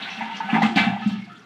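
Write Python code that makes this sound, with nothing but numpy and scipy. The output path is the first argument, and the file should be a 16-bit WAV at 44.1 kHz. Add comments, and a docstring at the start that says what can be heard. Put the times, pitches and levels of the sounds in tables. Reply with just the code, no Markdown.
"""Water inside a ceramic toilet tank, heard close up: it rushes, splashes and bubbles in surges and dies away.
The rush is banded noise with a spatter of drops, bubbles are short rising tones, spurts are fading hiss. Moving
water shakes the tank's air and wall resonances above about 190 Hz; handled parts knock and set them all
ringing, the deepest too. Around it lie the echoes of a tiled room, from feedback delays, and a quiet floor of
coloured noise."""
import sys
import numpy as np
from scipy import signal
from scipy.io import wavfile

SR = 44100
rng = np.random.default_rng(int(sys.argv[2]) if len(sys.argv) > 2 else 0)


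def invert_db(level):
    """Linear amplitude ratio for a level in decibels (20 dB per decade), elementwise."""
    return 10 ** (np.asarray(level, dtype=float) / 20)


def dump_mix(stems):
    """Bounce the given channels to the path in sys.argv[1] as a 16-bit WAV at rate SR."""
    frames = np.atleast_2d(stems).T  # one column per channel
    limited = np.clip(frames, -1, 1)  # hard clip at full scale
    pcm = np.round(limited * 32767).astype(np.int16)
    wavfile.write(sys.argv[1], SR, pcm)


N = 63945   # length in samples

# Resonances of the tank's air and walls: (frequency [Hz], relative level [dB], time to fall 60 dB [s])
RESONANCES = [(84, -30.5, 0.25), (120.7, -21.5, 1), (169.56, -6.5, 1), (203.05, 0, 0.59), (211.6, -8, .4),
              (220.3, 1.8, 0.49), (265.5, 0.5, 0.25), (343, -14.5, 0.84), (387, -14, 0.14),
              (471.7, -9, 0.39), (706, -5.5, 0.52), (775, -11, 0.35), (791.2, 1, 0.39), (801, -0.5, 0.28),
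              (845, -8, 0.35), (876, -8, 0.3), (900.3, -0.5, 0.14), (929, -3.5, 0.34), (1004, -8.5, 0.3),
              (1141, -9, 0.25), (1211, 0, 0.4), (1293, 2.5, 0.16), (1332, -10.5, 0.44), (1361, -5.5, 0.28),
              (1420, -10, 0.3), (1514.4, 3.5, 0.28), (1545, -4.5, 0.23), (1694.5, 6.5, 0.19),
              (1758, -1, 0.48), (1978, 3.5, 0.11), (2070.5, 3, 0.22), (2136, -9, 0.3), (2190, -9, 0.25),
              (2325, -5, 0.53), (2623, 0.5, 0.21), (2702, -8, 0.75), (2840, -3.5, 0.24), (3190, -9.5, 0.28),
              (3520, -18, .2)]


def rms_one(x):
    """Scale to rms 1."""
    return x / np.sqrt(np.mean(x ** 2) + 1e-20)


def drift(rate_hz):
    """Slow chance with mean 0 and spread 1: noise through two equal low-pass poles, one value per 40 samples."""
    pole = np.exp(-2 * np.pi * rate_hz * 40 / SR)
    noise = rng.standard_normal(N // 40 + 2002)
    slow = signal.lfilter([1], [1, -2 * pole, pole ** 2], noise)[2000:]   # skip the filter's start
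    slow = (slow - slow.mean()) / slow.std()
    return np.interp(np.arange(N) / 40, np.arange(len(slow)), slow)


def coloured(sources, spectrum, patchy_db, tilt_db=0):
    """Third-octave bands of two unrelated sources in turn, each band with its own level and flicker; rms 1."""
    out = 0
    edges = 35 * 2 ** np.arange(0, 9.1, 1 / 3)
    point_hz, point_db = np.transpose(spectrum)
    for k, (low, high) in enumerate(zip(edges, edges[1:])):
        band_filter = signal.butter(2, [low, high], "band", fs=SR, output="sos")
        band = signal.sosfilt(band_filter, sources[k % 2])
        centre_hz = np.sqrt(low * high)
        level_db = np.interp(np.log(centre_hz), np.log(point_hz), point_db)
        octaves = max(np.log2(centre_hz / 3000), -1.5)   # the tilt turns about 3 kHz
        out = out + band * invert_db(level_db + octaves * tilt_db + patchy_db * drift(32.0))
    return rms_one(out)


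def splash(flow_db, tilt_db):
    """Turbulent hiss mixed with a spatter of drops of uneven size."""
    # Colour of the splash: (frequency [Hz], relative density [dB per Hz])
    spectrum = [(150, -74.5), (250, -32), (400, -15), (570, -36.5), (800, -7), (1200, -10.5), (1700, -1.5),
                (2400, 2.8), (3200, 4), (4200, -7), (5450, -18), (8000, -69), (10000, -42), (15400, -63)]
    drops_per_s, drop_share_db, splash_db = 3100, -10.5, 1.5
    sizes = invert_db(7.0 * np.minimum(rng.exponential(1, N), 5)) * rng.choice([-1, 1], N)
    drops = rms_one(sizes * (rng.random(N) < drops_per_s / SR))
    sources = rng.standard_normal((2, N)) + invert_db(drop_share_db) * drops
    return invert_db(splash_db + flow_db) * coloured(sources, spectrum, patchy_db=2.5, tilt_db=tilt_db)


def bubbles(flow_db):
    """Trapped air pops at random, in clumps; each bubble rings briefly and rises in pitch."""
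    usual_per_s, low_hz, high_hz = 300, 750, 4300
    ring_cycles = 30    # cycles of the starting pitch in which the ring falls 60 dB
    pitch_rise = 0.06   # share of pitch gained over those cycles
    out, t = np.zeros(N + SR), np.arange(SR // 20) / SR
    starts = np.flatnonzero(rng.random(N) < usual_per_s * invert_db(5.0 * drift(14.0)) / SR)
    for start, (pitch, loudness) in zip(starts, rng.random((len(starts), 2))):
        hz = low_hz * (high_hz / low_hz) ** pitch
        age = t * hz / ring_cycles
        tone = np.sin(2 * np.pi * hz * t * (1 + pitch_rise * np.minimum(age, 2) / 2))
        attack = np.minimum(t * hz / 2, 1)   # two cycles
        level_db = flow_db[start] + 14.0 * (loudness - 0.5) - 60 * age
        out[start:start + len(t)] += invert_db(level_db) * attack * tone
    return invert_db(-3.5) * out[:N]


def spurts():
    """Spurts of spray: sudden bands of spattering hiss that die away."""
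    # (time [s], starting level [dB], centre [Hz], width [octaves], time to fall 60 dB [s])
    spray = [(0.019, -33.5, 3630, 0.41, 0.26), (0.1, -49.5, 5700, 0.21, 0.45),
             (0.365, -39, 5100, 0.54, .12), (0.53, -32.5, 2430, 0.2, 0.26), (.619, -31, 3100, 1.06, 0.29),
             (.757, -29.5, 3860, 0.48, 0.18), (1.018, -43, 2850, 0.91, 0.54),
             (1.072, -50.5, 6000, 0.8, 0.18), (.497, -31, 2600, 0.35, 0.2), (0.757, -60, 13500, 0.4, .3),
             (.770, -23.5, 3390, 0.55, 0.26), (.335, -44, 3030, 0.31, 0.22), (.620, -47.5, 6760, 0.59, .4),
             (.758, -45, 6400, 0.56, 0.38), (1.392, -58, 5800, 0.15, 0.05), (.020, -70, 15000, .6, 0.48),
             (.180, -70.5, 14000, 0.91, 0.33), (1.088, -63.5, 15000, .5, .06),
             (.757, -35, 4470, 0.29, 0.12), (1.240, -51.5, 4100, 0.64, 0.11),
             (1.356, -52.5, 3300, 0.25, 0.11)]
    out, t = np.zeros(N + SR), np.arange(SR // 2) / SR
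    for s, db, hz, width, t60 in spray:
        edges = np.minimum(hz * 2 ** (np.array([-0.5, 0.5]) * max(width, 0.1)), [18000, 19000])
        band_filter = signal.butter(3, edges, "band", fs=SR, output="sos")
        noise = rng.standard_normal(len(t))
        spatter = noise * invert_db(3.5 * np.minimum(rng.exponential(1, len(t)), 4))   # uneven grains
        hiss = rms_one(signal.sosfilt(band_filter, spatter))
        attack = np.minimum(t / 0.0034, 1)
        start = int(s * SR)
        out[start:start + len(t)] += hiss * invert_db(db - 60 * t / t60) * attack
    return out[:N]


def ring(x, hz, t60):
    """A two-pole resonance: a unit click sets a dying sine of starting height 1 ringing."""
    r = invert_db(-60 / (max(t60, 0.001) * SR))
    w = 2 * np.pi * hz / SR
    return signal.lfilter([0, np.sin(w)], [1, -2 * r * np.cos(w), r * r], x + 1e-18)


def slosh(drive_db):
    """The moving water shakes the tank resonances with noise, and each one's level wanders; those below about
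    190 Hz are filtered away."""
    noise = rng.standard_normal(N) * invert_db(drive_db - 40)
    rings = np.zeros(N)
    for hz, db, t60 in RESONANCES:
        wander_db = np.clip(5.1 * drift(11.2), -9, 4)
        rings += invert_db(db + wander_db) * ring(noise, hz, t60)
    return signal.sosfilt(signal.butter(4, 190, "high", fs=SR, output="sos"), rings)


def knocks():
    """Each knock swells in, rings freely, then is partly damped; every resonance dies at its own rate."""
    # The struck spot favours resonances near one pitch:
    # (time [s], level [dB], favoured pitch [Hz], spread [octaves], time until damping [s])
    strikes = [(0.172, -32, 221, 0.03, 0.05), (0.012, -38, 212, 0.03, 0.05),
               (0.074, -31.5, 2100, 0.045, 0.067), (.050, -31.5, 1520, 0.05, 0.049),
               (.207, -17, 920, 0.063, 0.023), (.205, -29.5, 700, 0.087, 0.047),
               (.209, -16, 2150, 0.3, 0.037), (.216, -28, 222, 0.03, 0.045), (.258, -24, 950, 0.039, 0.028),
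               (.296, -20, 917, 0.059, 0.032), (.335, -35, 210, .03, 0.04), (.402, -15.5, 892, 0.023, .018),
               (.402, -17.5, 1430, 0.29, 0.034), (.440, -26, 199, 0.074, 0.046),
               (.487, -22.5, 770, 0.029, 0.021), (.498, -28.5, 2327, .03, 0.031),
               (.500, -27.5, 2690, .05, 0.032), (0.29, -36, 1330, 0.03, .04), (.338, -34, 2840, .02, 0.05),
               (.541, -21, 2030, 0.06, .05), (.526, -11, 227, 0.042, 0.049),
               (.527, -18.5, 263, 0.15, 0.043), (.527, -15, 1030, 0.43, 0.013),
               (.540, -5, 1680, 0.52, 0.035), (.558, -8, 945, .2, 0.014), (.575, -5, 860, 0.11, 0.016),
               (.570, -14, 260, 0.24, 0.016), (.617, -4, 750, 0.11, 0.0069),
               (.620, -12.5, 1892, 0.07, 0.016), (.626, -11, 219, 0.025, 0.038),
               (.644, -16, 220, 0.02, 0.019), (.622, -32, 490, 0.23, 0.067), (.668, -19, 240, .1, .04),
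               (.700, -27, 363, 0.17, 0.063), (.495, -30, 1290, 0.03, 0.03),
               (.625, -28.5, 1190, 0.043, 0.043), (.630, -27, 2620, 0.033, 0.024),
               (.656, -21, 790, .1, 0.01), (.673, -19, 240, 0.083, 0.071), (.680, -20, 830, 0.1, 0.01),
               (.720, -22.5, 746, 0.063, 0.035), (.757, -4, 247, 0.15, 0.014),
               (.768, -13.5, 804, 0.061, 0.0088), (.774, -16.5, 2327, 0.033, 0.053),
               (.776, -23, 2073, 0.027, 0.044), (.780, -22.5, 2617, 0.028, 0.061),
               (.780, -13.5, 1665, 0.088, 0.079), (0.797, -21, 203, 0.052, 0.041),
               (.834, -29.5, 810, 0.035, 0.025), (.864, -8, 215, 0.17, 0.041), (.866, -14, 805, .12, 0.038),
               (0.79, -31.5, 86, 0.28, 0.27), (0.865, -27.5, 132, .2, 0.07), (1.045, -29, 99, 0.3, 0.04),
               (0.53, -23.5, 146, 0.12, 0.13), (.910, -23, 830, 0.11, 0.014), (.972, -26, 870, 0.04, 0.025),
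               (.960, -30, 1960, .08, 0.046), (0.105, -32, 2660, .05, .04), (0.147, -33, 2620, .03, .06),
               (.920, -17, 204, 0.16, 0.12), (.933, -16, 770, 0.15, 0.005), (.960, -20.5, 770, 0.062, .01),
               (1.015, -24, 858, 0.054, 0.021), (1.020, -27.5, 1305, 0.052, 0.028),
               (1.015, -35, 1760, 0.02, .04), (1.057, -9.5, 211.4, 0.021, 0.0326),
               (1.108, -21, 205, .04, 0.04), (1.140, -24.5, 196, .04, 0.041),
               (1.105, -37, 1720, 0.03, 0.059), (1.188, -36, 2170, .03, 0.014),
               (1.210, -40, 2175, 0.03, .05), (1.020, -34.5, 2700, .05, 0.037),
               (.215, -27.5, 785, 0.037, .06), (1.186, -31, 203, .04, .035), (1.278, -43, 154, 0.16, 0.021),
               (1.298, -49, 1760, .02, 0.045), (1.345, -48, 1420, .02, 0.06), (1.16, -37, 136, 0.16, 0.068),
               (1.268, -43, 734, 0.047, 0.05), (1.296, -30.5, 1354, 0.076, 0.063)]
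    rise_s, rise_cycles = 0.0037, 1.26   # the swell lasts both together, in cycles of the favoured pitch
    # a hand or part comes to rest and damps most of the ring
    damp_cycles, left_ringing = 1.72, 0.32
    waver = 0.003   # the water level moves, so higher ringing pitches waver by up to this share, times drift
    hz, mode_db, t60 = np.transpose(RESONANCES)[:, :, None]
    out, t = np.zeros(N + SR), np.arange(SR // 2) / SR
    wander = np.cumsum(np.pad(drift(12.0), (0, SR))) / SR
    for s, db, spot_hz, spread, free_s in strikes:
        distance = np.log2(hz / spot_hz) / max(spread, 0.01)
        share = invert_db(mode_db) * np.exp(-0.5 * distance ** 2)
        near = share[:, 0] > share.max() / 200   # leave out resonances too faint to matter
        start = int(s * SR)
        depth = waver * np.clip((spot_hz - 500) / 500, 0, 1)   # none below 500 Hz, full from 1 kHz
        stretched = t + depth * (wander[start:start + len(t)] - wander[start])
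        tones = share[near] * invert_db(-60 * t / t60[near]) * np.sin(2 * np.pi * hz[near] * stretched)
        swell = np.sin(np.pi / 2 * np.minimum(t / (rise_s + rise_cycles / spot_hz), 1)) ** 2
        damped = np.sin(np.pi / 2 * np.clip((t - free_s) * spot_hz / damp_cycles, 0, 1)) ** 2
        envelope = invert_db(db) * swell * (1 - (1 - left_ringing) * damped)
        out[start:start + len(t)] += envelope * tones.sum(axis=0) / share.sum()
    return out[:N]


def bathroom(x):
    """Echoes of the tiled room: eight feedback delays, duller on every round."""
    t60_s, wall_cut_hz = 0.43, 7000
    out, dull = np.zeros(N), np.exp(-2 * np.pi * wall_cut_hz / SR)
    lags = (np.geomspace(0.011, 0.037, 8) * SR).astype(int)   # 11 to 37 ms
    for k, lag in enumerate(lags):
        loop, gain, state = x.copy(), invert_db(-60 * lag / SR / t60_s), [0.]
        for i in range(lag, N, lag):
            back, state = signal.lfilter([gain * (1 - dull)], [1, -dull], loop[i - lag:i], zi=state)
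            loop[i:i + lag] += back[:N - i]
        out += (loop - x) * (-1) ** k   # echoes only, signs in turn
    return out


def room_floor():
    """The quiet background of the room: steady coloured noise with flickering bands."""
    # Colour of the background: (frequency [Hz], relative density [dB per Hz])
    spectrum = [(75, -27), (120, -8), (259, -9), (341, -10), (994, -38), (1440, -5), (1560, -21),
                (3130, -24.5), (3540, -20.5), (15400, -59)]
    return invert_db(-52) * coloured(rng.standard_normal((2, N)), spectrum, patchy_db=3.5)


def scene():
    """Water and knocks close up in the tank, with the tiled room and its quiet floor behind them."""
    # Surges of the water: (time [s], relative level [dB],
    # drive of the tank resonances relative to that level [dB], brightness [dB per octave])
    surges = [(0.0, -40, 6, -6.5), (0.032, -35, -10, -7), (0.176, -38, -0.5, -3), (0.23, -37.5, -4.5, -8),
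              (0.294, -42.5, 0.5, -10.5), (0.35, -38.5, -2.5, 0), (0.472, -45, 8, -5),
              (0.564, -33, 5, -19.5), (0.608, -40.5, -5, 8), (0.63, -28, 4, -15), (0.75, -47, -15.5, 8),
              (0.762, -28, 5, 1), (0.774, -21, -1, -2.5), (0.948, -46.5, 2, -9), (1.122, -41, -3.5, 9),
              (1.206, -52, -6, -6), (1.45, -66, 8, -7.5)]
    s, flow, drive, bright = np.transpose(surges)
    t = np.arange(N) / SR
    flow_db = np.interp(t, s, flow)
    drive_db = np.interp(t, s, flow + drive)
    tilt_db = np.interp(t, s, bright)
    water = splash(flow_db, tilt_db) + bubbles(flow_db) + spurts()
    tank = water + slosh(drive_db) + knocks()
    mix = tank + invert_db(-19) * bathroom(tank) + room_floor()
    return mix[None]   # one channel


def band_limit(x):
    """A steep low-pass at the top of the band."""
    return signal.sosfilt(signal.butter(12, 15550, fs=SR, output="sos"), x)


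def record(dry):
    """Small microphone close to the water, without deep bass or the last treble."""
    no_last_treble = signal.sosfilt(signal.cheby2(10, 50, 16600, fs=SR, output="sos"), dry)
    mix = signal.sosfilt(signal.butter(4, 75, "high", fs=SR, output="sos"), no_last_treble)
    return band_limit(mix)


dry = scene()
out = record(dry)
dump_mix(out)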